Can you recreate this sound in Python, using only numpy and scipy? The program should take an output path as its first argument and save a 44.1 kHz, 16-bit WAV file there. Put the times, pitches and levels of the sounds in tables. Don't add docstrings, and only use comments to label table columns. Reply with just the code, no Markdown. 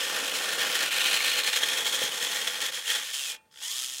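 import sys
import numpy as np
from scipy import signal
from scipy.fft import rfft, irfft, next_fast_len
from scipy.io import wavfile
from scipy.ndimage import uniform_filter1d, map_coordinates

SR = 44100
rng = np.random.default_rng(int(sys.argv[2]) if len(sys.argv) > 2 else 0)


def inscribe(sig):
    pcm = np.round(np.clip(np.atleast_2d(sig).T, -1, 1) * 32767)
    wavfile.write(sys.argv[1], SR, pcm.astype(np.int16))


def gain_from_decibels(decibels):
    exponent = np.asarray(decibels, float) / 20
    return 10 ** exponent


N = 176400

# (time [s], scrape [dB], crunch [dB], facing [-1 head-on, 0 front, 1 side, 2 quarter, 3 rear])
BLADE_PATH = [(0, -33, -38, -1), (.25, -36.5, -39, 0.7), (.75, -31.5, -39.5, -0.5),
              (.9, -28.5, -40.5, 1.05), (1.1, -28, -41, 1.5), (1.35, -28.5, -42, 2.33),
              (1.56, -33.5, -45, 2.5), (1.68, -30.5, -41.5, 8), (2.1, -35.5, -43.5, 3),
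              (2.4, -33.5, -46, 3), (2.7, -39.5, -48, 3), (2.84, -50, -63.5, 3), (2.98, -38, -51.5, 5.5),
              (3.11, -43.5, -70.5, -0.5), (3.35, -43, -57.5, 3.5), (3.39, -81, -73.5, 4)]
# (time [s], swell [dB], length [s])
LURCHES = [(.172, 2, 0.068), (.288, 3, 0.035), (.36, 5.5, 0.037), (.439, 2.5, 0.026), (.531, 3.5, 0.014),
           (.609, 3, 0.11), (.759, 7, 0.014), (.832, 3.5, 0.031), (.9, -8, 0.017), (1.062, 2, 0.03),
           (1.142, 6, 0.012), (1.252, 2.5, 0.025), (1.34, -2, 0.041), (1.393, 2, 0.016), (1.483, 5, 0.026),
           (1.562, 6, 0.04), (1.636, 7, 0.017), (1.752, 3.5, 0.0033), (1.438, 0, .006), (1.785, 3, 0.012),
           (1.872, 2.5, 0.031), (1.946, 5.5, 0.029), (2.04, 6, 0.035), (2.235, 4, 0.062),
           (2.292, -2, 0.011), (2.348, 2, 0.03), (2.479, 6.5, 0.014), (2.62, 6.5, 0.013),
           (2.656, 7.5, 0.053), (2.769, 9.5, 0.068), (2.904, 15, 0.11)]
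# (time [s], dip [dB], length [s])
SKIPS = [(.31, -3.5, 0.02), (.575, -7, 0.02), (.89, -4, 0.077), (1.195, -5.5, 0.022), (1.426, -10, 0.014),
         (1.6, -11, 0.0067), (1.84, -5.5, 0.022), (2.11, -6.5, 0.019), (2.2, -5.5, 0.028),
         (2.714, -11, 0.01), (3.125, -7.5, 0.013)]
# (frequency [Hz], width [Hz], level [dB])
BODY_HEAD_ON = [(480, 220, -5), (1810, 160, -1), (2470, 200, -3), (3240, 380, 0), (5200, 700, -4)]
BODY_FRONT = [(480, 220, -6.5), (1500, 300, -4), (1830, 140, 1.5), (2610, 250, -2.5), (2980, 260, -1.5),
              (3400, 300, -2), (4200, 500, -3), (5520, 400, -5)]
BODY_SIDE = [(1450, 200, -3), (1840, 90, -.5), (2450, 300, 0), (3000, 650, 0), (4110, 450, -1.5)]
BODY_QUARTER = [(500, 140, -7), (1800, 120, -.5), (2400, 250, -1), (2900, 420, -.5), (3500, 300, -1),
                (4180, 400, 0)]
BODY_REAR = [(495, 120, -4.8), (880, 80, -2.5), (1830, 260, .3), (2150, 100, -5), (3270, 380, 1.5),
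             (4300, 200, -2.5), (5360, 300, -4), (6610, 350, -4)]
# (frequency [Hz], level [dB])
GRIT_COLOUR = [(530, -19), (900, -14), (2210, -4.5), (3320, -3), (4210, -9.5), (7950, -11), (15700, -21.5)]
# (frequency [Hz], level [dB])
SNOW_COLOUR = [(110, -15), (190, -1), (380, -2.5), (500, -2), (900, -5), (1600, -5), (2500, -23)]
# (time [s], level [dB])
MOTOR_LEVEL = [(0, -34), (.6, -37.5), (1.2, -43), (1.9, -34.5), (2.6, -38.5), (2.85, -46.5), (3.12, -35),
               (3.14, -31), (3.2, -33), (3.32, -33.5), (3.365, -58), (3.375, -79), (3.505, -86),
               (3.515, -61.5), (3.6, -47), (3.64, -33), (3.82, -32.5), (4, -35.5)]
# (time [s], speed [turns/s], pinion whine [dB under whir], mesh whine [dB under whir])
SHAFT = [(0, 105, -40, -40), (2.85, 100, -40, -40), (3.11, 118, -40, -24), (3.14, 130, -33, -9),
         (3.18, 140, -30, -6), (3.22, 139, -30, -6), (3.3, 122, -31, -12), (3.365, 80, -36, -36),
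         (3.505, 20, -40, -40), (3.6, 78, -30, -20), (3.65, 92, -24, -16), (3.7, 104, -24, -19),
         (3.77, 126, -24, -30), (3.87, 131, -23, -32), (4, 127, -29, -34)]
# (frequency [Hz], level [dB])
WHIR_COLOUR = [(150, -33), (1000, -17), (2300, -15.5), (3200, 0.5), (4500, -10), (6500, -1.5),
               (10000, -8.5), (15700, -19)]
# (frequency [Hz], width [Hz], level [dB])
GEARBOX = [(1817, 100, 4), (3350, 410, 9.5), (5220, 410, 8), (6670, 810, -28)]
# (frequency [Hz], width [Hz], level [dB])
CHASSIS = [(400, 300, -3), (880, 77, 5.5), (1540, 370, 3)]
# (time [s], level [dB])
GEAR_TICKS = [
    (3.364, -56),
    (3.512, -66),
    (3.525, -62),
    (3.541, -57.5),
    (3.559, -51),
    (3.573, -51),
    (3.587, -48),
    (3.603, -49),
    (3.616, -43),
    (3.631, -45.5),
]
# (frequency [Hz], level [dB], t60 [s])
BLADE_MODES = [(852, -15.5, 0.23), (1840, -12, 1), (2457, -4, 0.29)]
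# (frequency [Hz], level [dB], t60 [s])
JOLT_MODES = [(614, -32, .6), (877, -21, .9), (1863, -27, .3), (2439, -1, .24), (2702, -9, .28)]
# (frequency [Hz], level [dB])
AIR_COLOUR = [(25, -15), (80, -7.5), (240, -5), (800, -18), (1500, -19), (4000, -22), (15700, -27.5)]
# (time [s], peak [dB], pitch [Hz])
STONE_CATCHES = [(0.0164, -18, 2880), (0.0348, -16, 3220), (0.0972, -18, 3220), (0.2823, -18, 2820),
                 (0.3157, -17, 2980), (0.3551, -16, 2980), (0.4115, -18, 1770), (0.5826, -18, 2930),
                 (0.6709, -16, 2630), (0.7262, -16, 3030), (0.7527, -12, 1820), (0.8969, -17, 2790),
                 (0.9183, -17, 2330), (1.057, -10, 3160), (1.2042, -12, 2220), (1.3359, -12, 2920),
                 (1.3723, -13, 2960), (1.4351, -15, 4170), (1.5389, -14, 3580), (1.5579, -14, 2730),
                 (1.6182, -16, 3680), (1.6332, -11, 3260), (1.7504, -17, 3320), (1.8462, -18, 3250),
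                 (1.8627, -15, 3250), (1.945, -14, 3110), (2.0088, -17, 3420), (2.0353, -14, 3310),
                 (2.0931, -21, 3520), (2.1206, -18, 3000), (2.2253, -15, 3210), (2.2892, -19, 3100),
                 (2.3211, -18, 3330), (2.3461, -15, 3340), (2.4179, -20, 3290), (2.611, -18, 3260),
                 (2.6554, -15, 3230), (2.7222, -22, 3270), (2.7566, -22, 3360), (2.8574, -20, 2830),
                 (2.9018, -13, 3070), (3.1313, -21, 3310), (3.1388, -19, 3200)]
# (time [s], level [dB])
MIC_BUMPS = [
    (.58, -70),
    (1.44, -69),
    (2.13, -69),
    (2.235, -62),
    (2.88, -68),
]
# (time [s], level [dB], pitch [Hz])
SNOW_LUMPS = [
    (1.144, -28, 357),
    (2.018, -20, 530),
    (2.037, -24, 230),
    (2.23, -29, 330),
    (2.631, -29.5, 480),
    (3.006, -42, 258),
    (3.462, -62.5, 298),
]

JOLT_S, JOLT_DB = 3.293, -35.5
MIC_LOW_HZ, TOP_HZ = 185, 15870


def unit(x):
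    return x / np.sqrt(np.mean(x ** 2) + 1e-20)


def curves(rows):
    s, *cols = np.transpose(rows)
    return [np.interp(np.arange(N) / SR, s, c) for c in cols]


def wobble(rate):
    knots = rng.standard_normal(size=2000)
    return map_coordinates(knots, [np.arange(N) * min(rate, 490) / SR])


def swell(rows):
    t = np.arange(N) / SR
    return sum(db * np.exp(-4 * np.log(2) * ((t - s) / length) ** 2) for s, db, length in rows)


def filtered(x, response):
    m = next_fast_len(N + SR)
    return irfft(rfft(x, m) * response(np.fft.rfftfreq(m, 1 / SR)), m)[:N]


def colour(points):
    low, high = (points[0][0] / 2, -60), (points[-1][0] * 2, -60)
    f, db = np.transpose([low] + list(points) + [high])
    return lambda hz: gain_from_decibels(np.interp(np.log(hz + 1), np.log(f), db))


def peaks(rows):
    def response(f):
        total = 0
        for k, (centre, width, db) in enumerate(rows):
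            damping = 1j * f * width
            total = total + (-1) ** k * gain_from_decibels(db) * damping / (centre * centre - f * f + damping)
        return total
    return response


def grains(rate, clump_db, clump_rate, spread_db, noise):
    hits = (rng.random(N) < rate / SR) * rng.standard_normal(N)
    clicks = hits * gain_from_decibels(spread_db * np.minimum(rng.exponential(size=N), 3))
    rough = unit(clicks) + noise * rng.standard_normal(N)
    clumps = gain_from_decibels(2 * clump_db * np.tanh(wobble(clump_rate) / 2))
    return unit(rough * clumps)


def shuffled(x):
    return x * np.sign(rng.standard_normal(N))


def plough():
    scrape_db, crunch_db, facing = curves(BLADE_PATH)
    lurch_db = 1.01 * swell(LURCHES) + swell(SKIPS)
    chatter = grains(4100, clump_db=2.46, clump_rate=230, spread_db=1.5, noise=0.8)
    chatter = chatter * gain_from_decibels(.8 * np.tanh(wobble(47)))

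    body = np.zeros(N)
    views = [BODY_HEAD_ON, BODY_FRONT, BODY_SIDE, BODY_QUARTER, BODY_REAR]
    for k, modes in enumerate(views, start=-1):
        share = np.sqrt(np.clip(1 - abs(np.clip(facing, -1, 3) - k), 0, 1))
        ring_twice = lambda f: peaks(modes)(f) ** 2
        body += share * unit(filtered(shuffled(chatter), ring_twice))

    grit = unit(filtered(chatter, colour(GRIT_COLOUR)))
    scrape = gain_from_decibels(scrape_db + lurch_db) * (gain_from_decibels(-1.5) * body + gain_from_decibels(-0.5 - 0.11 * lurch_db) * grit)

    flakes = grains(600, clump_db=1.5, clump_rate=79, spread_db=1.4, noise=1.33)
    crunch = unit(filtered(flakes, colour(SNOW_COLOUR)))
    return scrape + gain_from_decibels(crunch_db + 0.5 * lurch_db + 1.04 * wobble(11.7)) * crunch


def motor():
    whir_db, = curves(MOTOR_LEVEL)
    speed, pinion_db, mesh_db = curves(SHAFT)
    t = np.arange(N) / SR
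    turn = 2 * np.pi * np.cumsum(speed * (1 + .013 * wobble(130))) / SR

    beat_db = 3.8 * np.minimum(speed / 128, 1) ** 4 + .8 * wobble(7)
    gate = gain_from_decibels(beat_db * np.cos(turn) + .8 * np.cos(2 * turn + .7))
    rattle = grains(5000, clump_db=2.0, clump_rate=340, spread_db=0.7, noise=2.2) * gate
    open_whir = unit(filtered(rattle, colour(WHIR_COLOUR)))
    boxed_whir = unit(filtered(shuffled(rattle), peaks(GEARBOX)))
    whir = gain_from_decibels(-3.0) * open_whir + gain_from_decibels(-8.5) * boxed_whir

    top_db = mesh_db + 6 - 30 * (t < 3.5)
    orders = [(2.15, -35), (10, pinion_db), (20, mesh_db), (33, top_db)]
    whine = sum(gain_from_decibels(db + 2.8 * wobble(45)) * np.sin(k * turn) for k, db in orders)

    load_db = 1.0 * swell(LURCHES) + 0.52 * swell(SKIPS) + 0.5 * wobble(8.8)
    tick_shape = sum(gain_from_decibels(db - 60 * abs(t - s) / 0.023) * (t > s) for s, db in GEAR_TICKS)
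    ticks = filtered(tick_shape * rng.standard_normal(N), peaks(GEARBOX + CHASSIS))
    return gain_from_decibels(whir_db + load_db) * (whir + whine) + 3.7 * ticks


def steel(x):
    t = np.clip(np.arange(N) / SR - JOLT_S, 0, None)
    jolt = sum(gain_from_decibels(JOLT_DB + db - 60 * t / t60) * np.sin(2 * np.pi * hz * t) for hz, db, t60 in JOLT_MODES)
    jolt = jolt * (1 - np.exp(-t / 0.0065))
    modes = [(hz, np.log(1000) / np.pi / t60, db + 18.5) for hz, db, t60 in BLADE_MODES]
    return jolt + gain_from_decibels(-13.5) * filtered(x, peaks(modes))


def yard(x):
    t = np.arange(SR // 4) / SR
    tail = signal.lfilter([.3], [1, -.7], rng.standard_normal(len(t))) * gain_from_decibels(-60 * t / .13)
    return gain_from_decibels(-14.0) * signal.fftconvolve(x, tail / np.linalg.norm(tail))[:N]


def air():
    tone_hz, tone_db, hush_db = 8700, -82.5, -72
    tone_level = gain_from_decibels(tone_db + 2.5 * wobble(20)) * np.sqrt(2)
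    tone = tone_level * np.sin(2 * np.pi * tone_hz * np.arange(N) / SR)
    hush = unit(filtered(rng.standard_normal(N), colour(AIR_COLOUR)))
    return gain_from_decibels(hush_db) * hush + tone


def catches():
    t60_s, level_db, noise = .02, -4, .5
    out, t = np.zeros(N + SR), np.arange(SR // 20) / SR
    for s, db, hz in STONE_CATCHES:
        rough = np.diff(uniform_filter1d(rng.standard_normal(len(t) + 1), size=4)) * 2
        flutter = 1 + .5 * uniform_filter1d(rng.standard_normal(len(t)), size=20) * 4
        clack = np.sin(2 * np.pi * hz * t) * flutter + noise * rough
        envelope = gain_from_decibels(db + level_db - 60 * t / t60_s) * (1 - np.exp(-t / .001))
        out[round(s * SR):][:len(t)] += envelope * clack
    return out[:N]


def bumps():
    out, t = np.zeros(N), np.arange(N) / SR
    for s, db in MIC_BUMPS:
        out += gain_from_decibels(db) * np.sin(2 * np.pi * 35 * (t - s)) * np.exp(-((t - s) / .018) ** 2)
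    return out


def knocks():
    out, t = np.zeros(N + SR), np.arange(SR // 10) / SR
    for s, db, hz in SNOW_LUMPS:
        thud = np.sin(2 * np.pi * hz * t) * np.exp(-hz * t / 0.99)
        crumble = .2 * gain_from_decibels(-60 * t / 0.016) * rng.standard_normal(len(t))
        out[round(s * SR):][:len(t)] += gain_from_decibels(db) * (thud + crumble)
    return out[:N]


def scene():
    truck = plough() + catches() + motor() + knocks()
    near = truck + steel(truck) + yard(truck)
    thin = lambda f: (1j * f / (MIC_LOW_HZ + 1j * f)) ** 2 * (1j * f / (120 + 1j * f))
    return (filtered(near, thin) + bumps() + air())[None]


def top_cut(x):
    return signal.sosfilt(signal.butter(12, 15870, fs=SR, output="sos"), x)


def record(dry):
    mix = filtered(dry[0], lambda hz: hz < TOP_HZ)[None]
    return top_cut(mix)


dry = scene()
out = record(dry)
inscribe(out)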